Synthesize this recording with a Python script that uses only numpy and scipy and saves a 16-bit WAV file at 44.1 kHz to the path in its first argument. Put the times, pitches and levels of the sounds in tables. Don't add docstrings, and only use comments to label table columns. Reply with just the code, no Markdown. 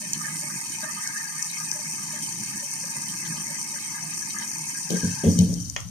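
import sys
import numpy as np
from scipy import signal
from scipy.fft import rfft, irfft, next_fast_len
from scipy.io import wavfile
from scipy.ndimage import map_coordinates

SR = 44100
rng = np.random.default_rng(int(sys.argv[2]) if len(sys.argv) > 2 else 0)


def bounce(signal):
    frames = np.transpose(np.atleast_2d(signal))
    limited = np.clip(frames, -1, 1)
    pcm = np.round(limited * 32767).astype(np.int16)
    wavfile.write(sys.argv[1], SR, pcm)


N = 260184
STROKE_HZ = 217.5
HISS_SPLIT_HZ = 7700
TOP_HZ = 14350
JAR_SHADOW, HISS_SHADOW, TOP_SHADOW = 3, 0.92, 1.02
RUB_DB, RUB_GROWTH, RUB_FADE_DB_PER_S = -15.5, 0.85, 92

# (frequency [Hz], width scale [Hz], left [dB], right [dB])
JAR_MODES = [(917.3, 179, 2, -13), (949, 120, -31, -14.5), (1215.4, 112, -18.5, -10.5),
             (1655, 165, -7.5, -37), (1802, 120, -51.5, -8.5), (2040, 118, -11.5, -12.5),
             (2190, 104, 0.5, 3.5), (2462, 112, 1.5, -28), (2608, 203, -2, -68)]
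# (frequency [Hz], width scale [Hz], left [dB], right [dB])
TUBE_MODES = [(3020, 120, -13.5, -10.5), (3170, 144, -16.5, -12), (3524, 71, -26, -19.5),
              (3860, 144, -13, -13.5), (4390, 580, -16, -18)]
# (frequency [Hz], width scale [Hz], left [dB], right [dB])
JET_MODES = [(4370, 110, -10, -9), (4625, 128, -2, -4.5), (5225, 400, -2, -6.5), (5666, 190, 6, -2),
             (6092, 550, 8.5, -5), (6674, 890, 3, -5.5), (7180, 950, -20, -12), (8592, 1620, -22.5, -6),
             (11800, 5500, -28.5, -23.5)]
# (time [s], level [dB])
OIL_FLOW = [(0.0, -43), (0.17, -41), (0.28, -48), (0.32, -45), (1.58, -51.5), (1.65, -47.5), (2.58, -42.5),
            (2.67, -51.5), (3.38, -40.5), (3.53, -47.5), (4.35, -44), (4.85, -48.5)]
# (time [s], body level [dB], top level [dB])
HISS_LEVELS = [(0.0, -38, -41.5), (.25, -37.5, -38), (1.1, -36.5, -39.5), (4.6, -36.5, -40),
               (4.9, -35, -40), (5.35, -35, -41.5)]
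# (frequency [Hz], gain [dB])
OIL_SPECTRUM = [(15, -69), (25, -25.5), (91, -16), (137, -1.5), (156, -2), (188, -1.5), (225, -2.5),
                (259, -9), (294, -7), (360, -13), (435, -29.5), (494, -70), (520, -27), (680, -64),
                (1140, -120)]
# (frequency [Hz], gain [dB])
GRIP_SPECTRUM = [(25, -56), (60, -43), (100, 0.5), (140, -3.5), (180, -4), (280, -7), (350, -34.5),
                 (450, -43), (600, -34), (1200, -54)]
# (frequency [Hz], gain [dB])
ROOM_SPECTRUM = [(30, -5), (150, -7.5), (450, 2), (1400, -2), (3400, -29), (14000, -4)]
# (time [s], pitch [Hz], level [dB])
AIR_POCKETS = [(.01, 603, -45), (.26, 590, -50), (.42, 600, -42.5), (.825, 622, -40.5), (1.06, 685, -55),
               (1.745, 593, -40), (2.13, 604, -43), (2.61, 575, -44), (2.83, 568, -48), (2.95, 573, -50),
               (3.33, 607, -50), (3.48, 584, -45), (3.72, 580, -46.5), (4.02, 695, -45.5), (4.42, 592, -53)]
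# (time [s], level [dB], left minus right [dB])
SPITS = [(0.133, -18.5, -2), (.216, -29, -5), (0.257, -29, -4), (1.074, -21, 0.5), (1.403, -37, 0),
         (1.425, -21, 9), (1.715, -23.5, 6), (3.058, -30, 4), (4.306, -32, -3), (4.386, -28, 3),
         (4.679, -43, -4), (4.905, -24.5, 6), (5.389, -19, 11), (5.54, -35, 20), (5.698, -28, 9),
         (5.804, -36, 13)]
# (frequency [Hz], gain [dB])
SPIT_SPECTRUM = [(1500, -38), (3500, -32), (4800, -1), (6100, 11), (7600, 1.5), (8800, -3), (10500, -13.5),
                 (14000, -10)]
# (time [s], level [dB], hardness [dB], deep push [dB])
BUMPS = [(4.902, -23.5, 14, -23), (4.93, -20, 6, -8), (5.030, -15, -5, 9.5), (5.069, -42, 12, 1),
         (5.235, -17.5, 8.5, -11), (5.253, -20, 4.5, 23.5), (5.266, -6, -4, 5), (5.291, -32, 13, 14),
         (5.317, -34, 7, -5), (5.356, -16.5, -9, -16), (5.385, -8, -8.5, 8), (5.412, -15.5, -3, -15),
         (5.491, -22.5, 1, 3), (5.519, -27.5, 0, 0), (5.560, -24, -12, 5), (5.600, -30, -26, -1),
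         (5.848, -33, -34, -6)]
# (frequency [Hz], level [dB], t60 [s])
BODY_MODES = [(95.2, -18, 0.31), (142, -18, 0.092), (178.3, 2, 0.22), (222.4, -1.5, 0.16), (257, -46, 0.27),
              (294, -24.5, 0.74), (414, -21, 0.17), (446.5, -12.5, 0.1), (520, -17.5, 0.044),
              (645, -22, 0.056)]
# (time [s], level [dB])
STRIKES = [(5.763, -12.5)]
# (frequency [Hz], gain [dB])
STRIKE_SPECTRUM = [(180, -39), (300, -15), (1340, -3.5), (1640, -19), (1830, -3), (2600, -9.5), (3330, -6),
                   (3660, -21), (6780, -7), (7320, -31), (10900, -31), (12000, -52), (15600, -71),
                   (22000, -120)]
# (time [s], level [dB])
CAMERA_FACING = [(5.27, 1.5), (5.42, -1), (5.5, -3.5), (5.7, -7), (5.9, -16.5)]
# (time [s], length [s], level [dB])
OIL_LUMPS = [(.35, .04, -37), (.71, 0.019, -39), (.83, .025, -41.5), (.93, 0.026, -40),
             (1.095, 0.029, -37.5), (1.618, 0.026, -42), (2.37, 0.055, -40), (2.53, 0.04, -38),
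             (2.97, 0.015, -35), (3.78, 0.034, -48), (3.93, .02, -44), (4.32, 0.087, -40), (4.5, 0.02, -52)]
# (time [s], length [s], level [dB])
WALL_SURGES = [(0.153, 0.15, -42.5), (0.48, 0.037, -41.5), (0.81, 0.26, -41.5), (1.146, 0.24, -43),
               (1.75, 0.067, -51), (1.975, 0.026, -42.5), (2.933, 0.16, -47), (3.205, 0.058, -43.5),
               (3.315, 0.068, -46), (3.417, 0.1, -52), (3.647, 0.029, -49), (3.956, 0.025, -49),
               (4.349, 0.031, -41)]
# (time [s], length [s], level [dB])
TUBE_SLUGS = [(.135, 0.029, -44), (.3, 0.14, -53), (.64, 0.11, -52), (1.495, 0.013, -45),
              (1.658, 0.0061, -43), (2.18, .35, -54), (3.085, 0.025, -45), (3.248, 0.017, -40.5),
              (3.365, 0.025, -47), (3.78, 0.12, -51.5), (4.298, 0.021, -46.5), (4.39, 0.038, -47),
              (4.9, 0.0079, -38), (4.925, 0.083, -50.5), (5.13, 0.043, -53), (5.385, 0.016, -39)]
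# (time [s], length [s], level [dB])
JAR_WHISTLES = [(4.745, 0.029, -43), (4.96, 0.014, -39.5), (5.015, 0.034, -40.5), (5.07, 0.18, -48.5)]
# (time [s], gain)
SWING = [(5.2, 0), (5.45, 1), (5.9, .7)]
# (frequency [Hz], gain [dB])
BREEZE_SPECTRUM = [(15, -24), (45, -12), (90, 2.5), (130, 0), (300, -38.0)]
# (frequency [Hz], gain [dB])
SCUFF_SPECTRUM = [(100, -38), (220, -2.0), (450, 10), (720, -9),
                  (1100, -20), (1800, -51), (3200, -14), (3900, -28)]


def amp(db):
    return 10 ** (np.asarray(db) / 20)


def unit(x):
    return x / np.sqrt(np.mean(x ** 2) + 1e-20)


def seconds(length_s):
    return np.arange(int(SR * length_s)) / SR


def along(points, hz):
    f, v = np.transpose(points)
    return np.interp(np.log(hz + 1), np.log(f + 1), v)


def curves(rows):
    s, *cols = np.transpose(rows)
    return [np.interp(np.arange(N) / SR, s, c) for c in cols]


def wobble(rate_hz):
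    return map_coordinates(rng.standard_normal(6000), [np.arange(N) * rate_hz / SR], mode="wrap")


def coloured(x, gain):
    m = 2 * next_fast_len(N // 2 + 8192)
    log_gain = np.log(np.maximum(gain(np.fft.rfftfreq(m, 1 / SR)), 1e-6))
    cepstrum = irfft(log_gain, m)
    cepstrum[..., 1:m // 2] *= 2
    cepstrum[..., m // 2 + 1:] = 0
    response = np.exp(rfft(cepstrum))
    return irfft(rfft(x, m) * response, m)[..., :N]


def shaped(x, spectrum):
    return coloured(x, lambda hz: amp(along(spectrum, hz)))


def resonate(x, modes):
    def gain(hz):
        power = 0
        for f, width, left_db, right_db in modes:
            skirt = (1 + ((hz - f) / width) ** 2 * 2) ** 4
            power = power + amp([[left_db], [right_db]]) ** 2 / skirt
        return np.sqrt(power)
    return unit(coloured(x, gain))


def pair(apart):
    mid, side = rng.standard_normal((2, N))
    return unit(np.array([mid + apart * side, mid - apart * side]))


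def crackle(rate_hz, spread_db, apart):
    chance = rng.random(N)
    size = np.clip(rng.standard_normal(N), -2, 2)
    return unit((chance < rate_hz / SR) * amp(spread_db * size) * pair(apart))


def add(track, s, sound):
    start = max(round(s * SR), 0)
    track[..., start:start + sound.shape[-1]] += sound[..., :max(N - start, 0)]


def patchy(x, band_hz, life_s, depth_db):
    hz, t, z = signal.stft(x, SR, nperseg=512)
    grid = np.meshgrid(hz / band_hz, t / life_s, indexing="ij")
    field = map_coordinates(rng.standard_normal((400, 400)), grid, mode="wrap")
    z = z * amp(depth_db * np.clip(field, -2, 2))
    return unit(signal.istft(z, SR, nperseg=512)[1][:, :N])


def swells(rows, attack_s, release_s):
    t, power = np.arange(N) / SR, np.zeros(N)
    for s, length_s, db in rows:
        rise = np.clip((t - s) / attack_s + .5, 0, 1)
        fall = np.exp(-np.clip((t - s - length_s) / release_s, 0, 20))
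        power += (amp(db) * rise * fall) ** 2
    return np.sqrt(power)


def room_tone():
    return amp(-59.0) * unit(shaped(pair(apart=0.86), ROOM_SPECTRUM))


def bubble_drone():
    out, t = np.zeros(N), seconds(1 / 3)
    starts = rng.uniform(0, N / SR, size=70)
    for s, (pitch, size) in zip(starts, rng.standard_normal((70, 2))):
        hz = 157 * np.exp(.05 * pitch) * (1 + 0.25 * t)
        swell = amp(2.4 * size - 60 * t / 0.49) * (1 - np.exp(-t / 0.015))
        add(out, s, swell * np.sin(2 * np.pi * hz * t))
    return unit(out)


def motor_hum():
    phase = 2 * np.pi * np.cumsum(STROKE_HZ + 9 * wobble(25)) / SR
    return unit(amp(3.6 * wobble(12.0)) * np.sin(phase))


def churn():
    flow_db, = curves(OIL_FLOW)
    facing_db, = curves(CAMERA_FACING)
    drops = amp(-5.5) * swells(OIL_LUMPS, attack_s=0.022, release_s=0.0092)
    pour = np.hypot(amp(flow_db - 0.6 + 0.17 * wobble(14)), drops)
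    grains = crackle(rate_hz=460, spread_db=0, apart=0.23) + .5 * pair(apart=0.56)
    lumps = unit(shaped(grains, OIL_SPECTRUM))
    mix = unit(lumps + 0.85 * bubble_drone() + 0.42 * motor_hum())
    return pour * amp(facing_db + np.array([[-1.2], [1.0]])) * mix


def slosh():
    facing_db, = curves(CAMERA_FACING)
    surge_level = amp(-1.6) * swells(WALL_SURGES, attack_s=0.031, release_s=0.061)
    level = np.hypot(amp(-52.5 + 0.87 * wobble(9)), surge_level)
    froth = crackle(rate_hz=1000, spread_db=-2.0, apart=1.0) * amp(1.2 * wobble(45))
    surge = level * patchy(resonate(froth, JAR_MODES[2:6]), band_hz=139.8, life_s=.035, depth_db=6.5)
    foam = crackle(rate_hz=1500, spread_db=2, apart=0.51) * amp(0.46 * wobble(24))
    wash = amp(-49.0) * patchy(resonate(foam, JAR_MODES), band_hz=203, life_s=.05, depth_db=3.5)
    return (surge + wash) * amp(JAR_SHADOW * facing_db)


def spatter():
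    facing_db, = curves(CAMERA_FACING)
    slugs = amp(2.5) * swells(TUBE_SLUGS, attack_s=0.0063, release_s=0.0089)
    level = np.hypot(amp(-53.5 + 1.9 * wobble(6.39) + 0.57 * facing_db), slugs)
    spits = crackle(rate_hz=870, spread_db=0.5, apart=1.0) * amp(1.3 * wobble(40))
    return level * patchy(resonate(spits, TUBE_MODES), band_hz=243, life_s=.04, depth_db=3.5)


def hiss():
    body_db, top_db = curves(HISS_LEVELS)
    facing_db, = curves(CAMERA_FACING)
    stroke = np.cos(2 * np.pi * np.cumsum(STROKE_HZ + 16 * wobble(70)) / SR)
    flow = amp(1.37 * stroke + 0.39 * wobble(130) + 0.8 * wobble(35))
    spray = crackle(rate_hz=3200, spread_db=7.0, apart=1.0) + 1.18 * pair(apart=0.96)
    jet = patchy(resonate(flow * spray, JET_MODES), band_hz=705, life_s=.012, depth_db=2.0)
    top = unit(coloured(jet, lambda hz: 1 / (1 + (HISS_SPLIT_HZ / (hz + 1)) ** 16) ** .5))
    body = unit(coloured(jet, lambda hz: 1 / (1 + (hz / HISS_SPLIT_HZ) ** 16) ** .5))
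    body_level = amp(body_db + 3.0 + HISS_SHADOW * facing_db)
    top_level = amp(top_db + 5.0 + TOP_SHADOW * facing_db)
    return body_level * body + top_level * top


def gulps():
    gargles, splashes, t = np.zeros(N), np.zeros(N), seconds(1 / 4)
    swell = (1 - np.exp(-t / 0.0044)) * amp(-60 * t / 0.28)
    for s, hz, db in AIR_POCKETS:
        size = map_coordinates(rng.standard_normal(200), [t * 120], mode="wrap")
        phase = map_coordinates(rng.standard_normal(200), [t * 120], mode="wrap")
        gargle = np.sin(2 * np.pi * hz * t + 0.57 * phase)
        add(gargles, s, amp(db + 4.4 * size) * swell * gargle)
        add(splashes, s, amp(db - 3.7) * swell)
    ringing = resonate(crackle(rate_hz=780, spread_db=4.0, apart=0.59), JAR_MODES[:5])
    return gargles * amp([[2], [-12]]) + splashes * ringing


def ticks():
    out, t = np.zeros((2, N)), seconds(1 / 25)
    decay = amp(-60 * t / 0.011) + amp(-31 - 60 * t / 0.092)
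    fade = (1 - np.exp(-t / 0.00024)) * decay
    for s, db, pan_db in SPITS:
        level = amp(db + 8.5 + np.array([[pan_db], [-pan_db]]) / 2)
        add(out, s, level * fade * rng.standard_normal((2, len(t))))
    return shaped(out, SPIT_SPECTRUM)


def whistle():
    hoarse = .9 * wobble(150)
    phase = 2 * np.pi * np.cumsum(1622 + 25 * wobble(40)) / SR + hoarse
    level = amp(2.7 * wobble(110) + np.array([[6], [-8]]))
    return swells(JAR_WHISTLES, attack_s=0.0085, release_s=0.014) * level * np.sin(phase)


def knocks():
    out, t = np.zeros((2, N)), seconds(1 / 2)
    for s, db, hard_db, push_db in BUMPS:
        variations = rng.standard_normal((len(BODY_MODES), 3))
        for (hz, mode_db, t60_s), (size, lean, lag) in zip(BODY_MODES, variations):
            octaves = np.log2(hz / BODY_MODES[2][0])
            upper, lower = np.clip(octaves, 0, 1), np.clip(-2 * octaves, 0, 1)
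            ports = np.array([[1], [-1]]) * hz / 1100
            rise = 1 - np.exp(-(t * hz / 1.4) ** 2)
            ring = np.sin(2 * np.pi * hz * t + ports * lag) * amp(-60 * t / t60_s) * rise
            contact_db = db + hard_db * upper + push_db * lower
            add(out, s, amp(contact_db + mode_db + size + ports * (5.5 + 4.9 * lean)) * ring)
    return out


def rubbing():
    power, t = np.zeros(N), seconds(1)
    for s, db, _, push_db in BUMPS:
        push = db + min(push_db, 0)
        fade = amp(RUB_DB + RUB_GROWTH * push - RUB_FADE_DB_PER_S * t)
        add(power, s, (fade * (1 - np.exp(-t / 0.012))) ** 2)
    return np.sqrt(power) * unit(shaped(pair(apart=0.31), GRIP_SPECTRUM))


def scuffs():
    out, t = np.zeros((2, N)), seconds(1 / 5)
    for s, db, hard_db, _ in BUMPS:
        rub = rng.standard_normal(len(t)) + .5 * rng.standard_normal((2, len(t)))
        fade = amp(db + hard_db - 6 - 60 * t / 0.25) * (1 - np.exp(-t / 0.0015))
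        add(out, s, fade * rub)
    return shaped(out, SCUFF_SPECTRUM)


def breeze():
    swing, = curves(SWING)
    return swing * amp(-36.5) * unit(shaped(pair(apart=0.98), BREEZE_SPECTRUM))


def clack():
    out, t = np.zeros((2, N)), seconds(1 / 4)
    for s, db in STRIKES:
        noise = rng.standard_normal(len(t)) + 1.33 * rng.standard_normal((2, len(t)))
        blow = amp(-60 * t / 0.023) * noise
        walls = amp(-10 - 60 * t / 0.28) * rng.standard_normal((2, len(t)))
        add(out, s, amp(db + 4) * (blow + walls))
    return shaped(out, STRIKE_SPECTRUM)


def scene():
    pump = churn() + slosh() + spatter() + hiss() + gulps() + ticks() + whistle()
    handling = knocks() + rubbing() + scuffs() + breeze()
    return room_tone() + pump + handling + clack()


def record(dry):
    m = next_fast_len(N + 8192)
    passband = np.fft.rfftfreq(m, 1 / SR) < TOP_HZ
    return irfft(rfft(dry, m) * passband, m)[:, :N]


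dry = scene()
out = record(dry)
bounce(out)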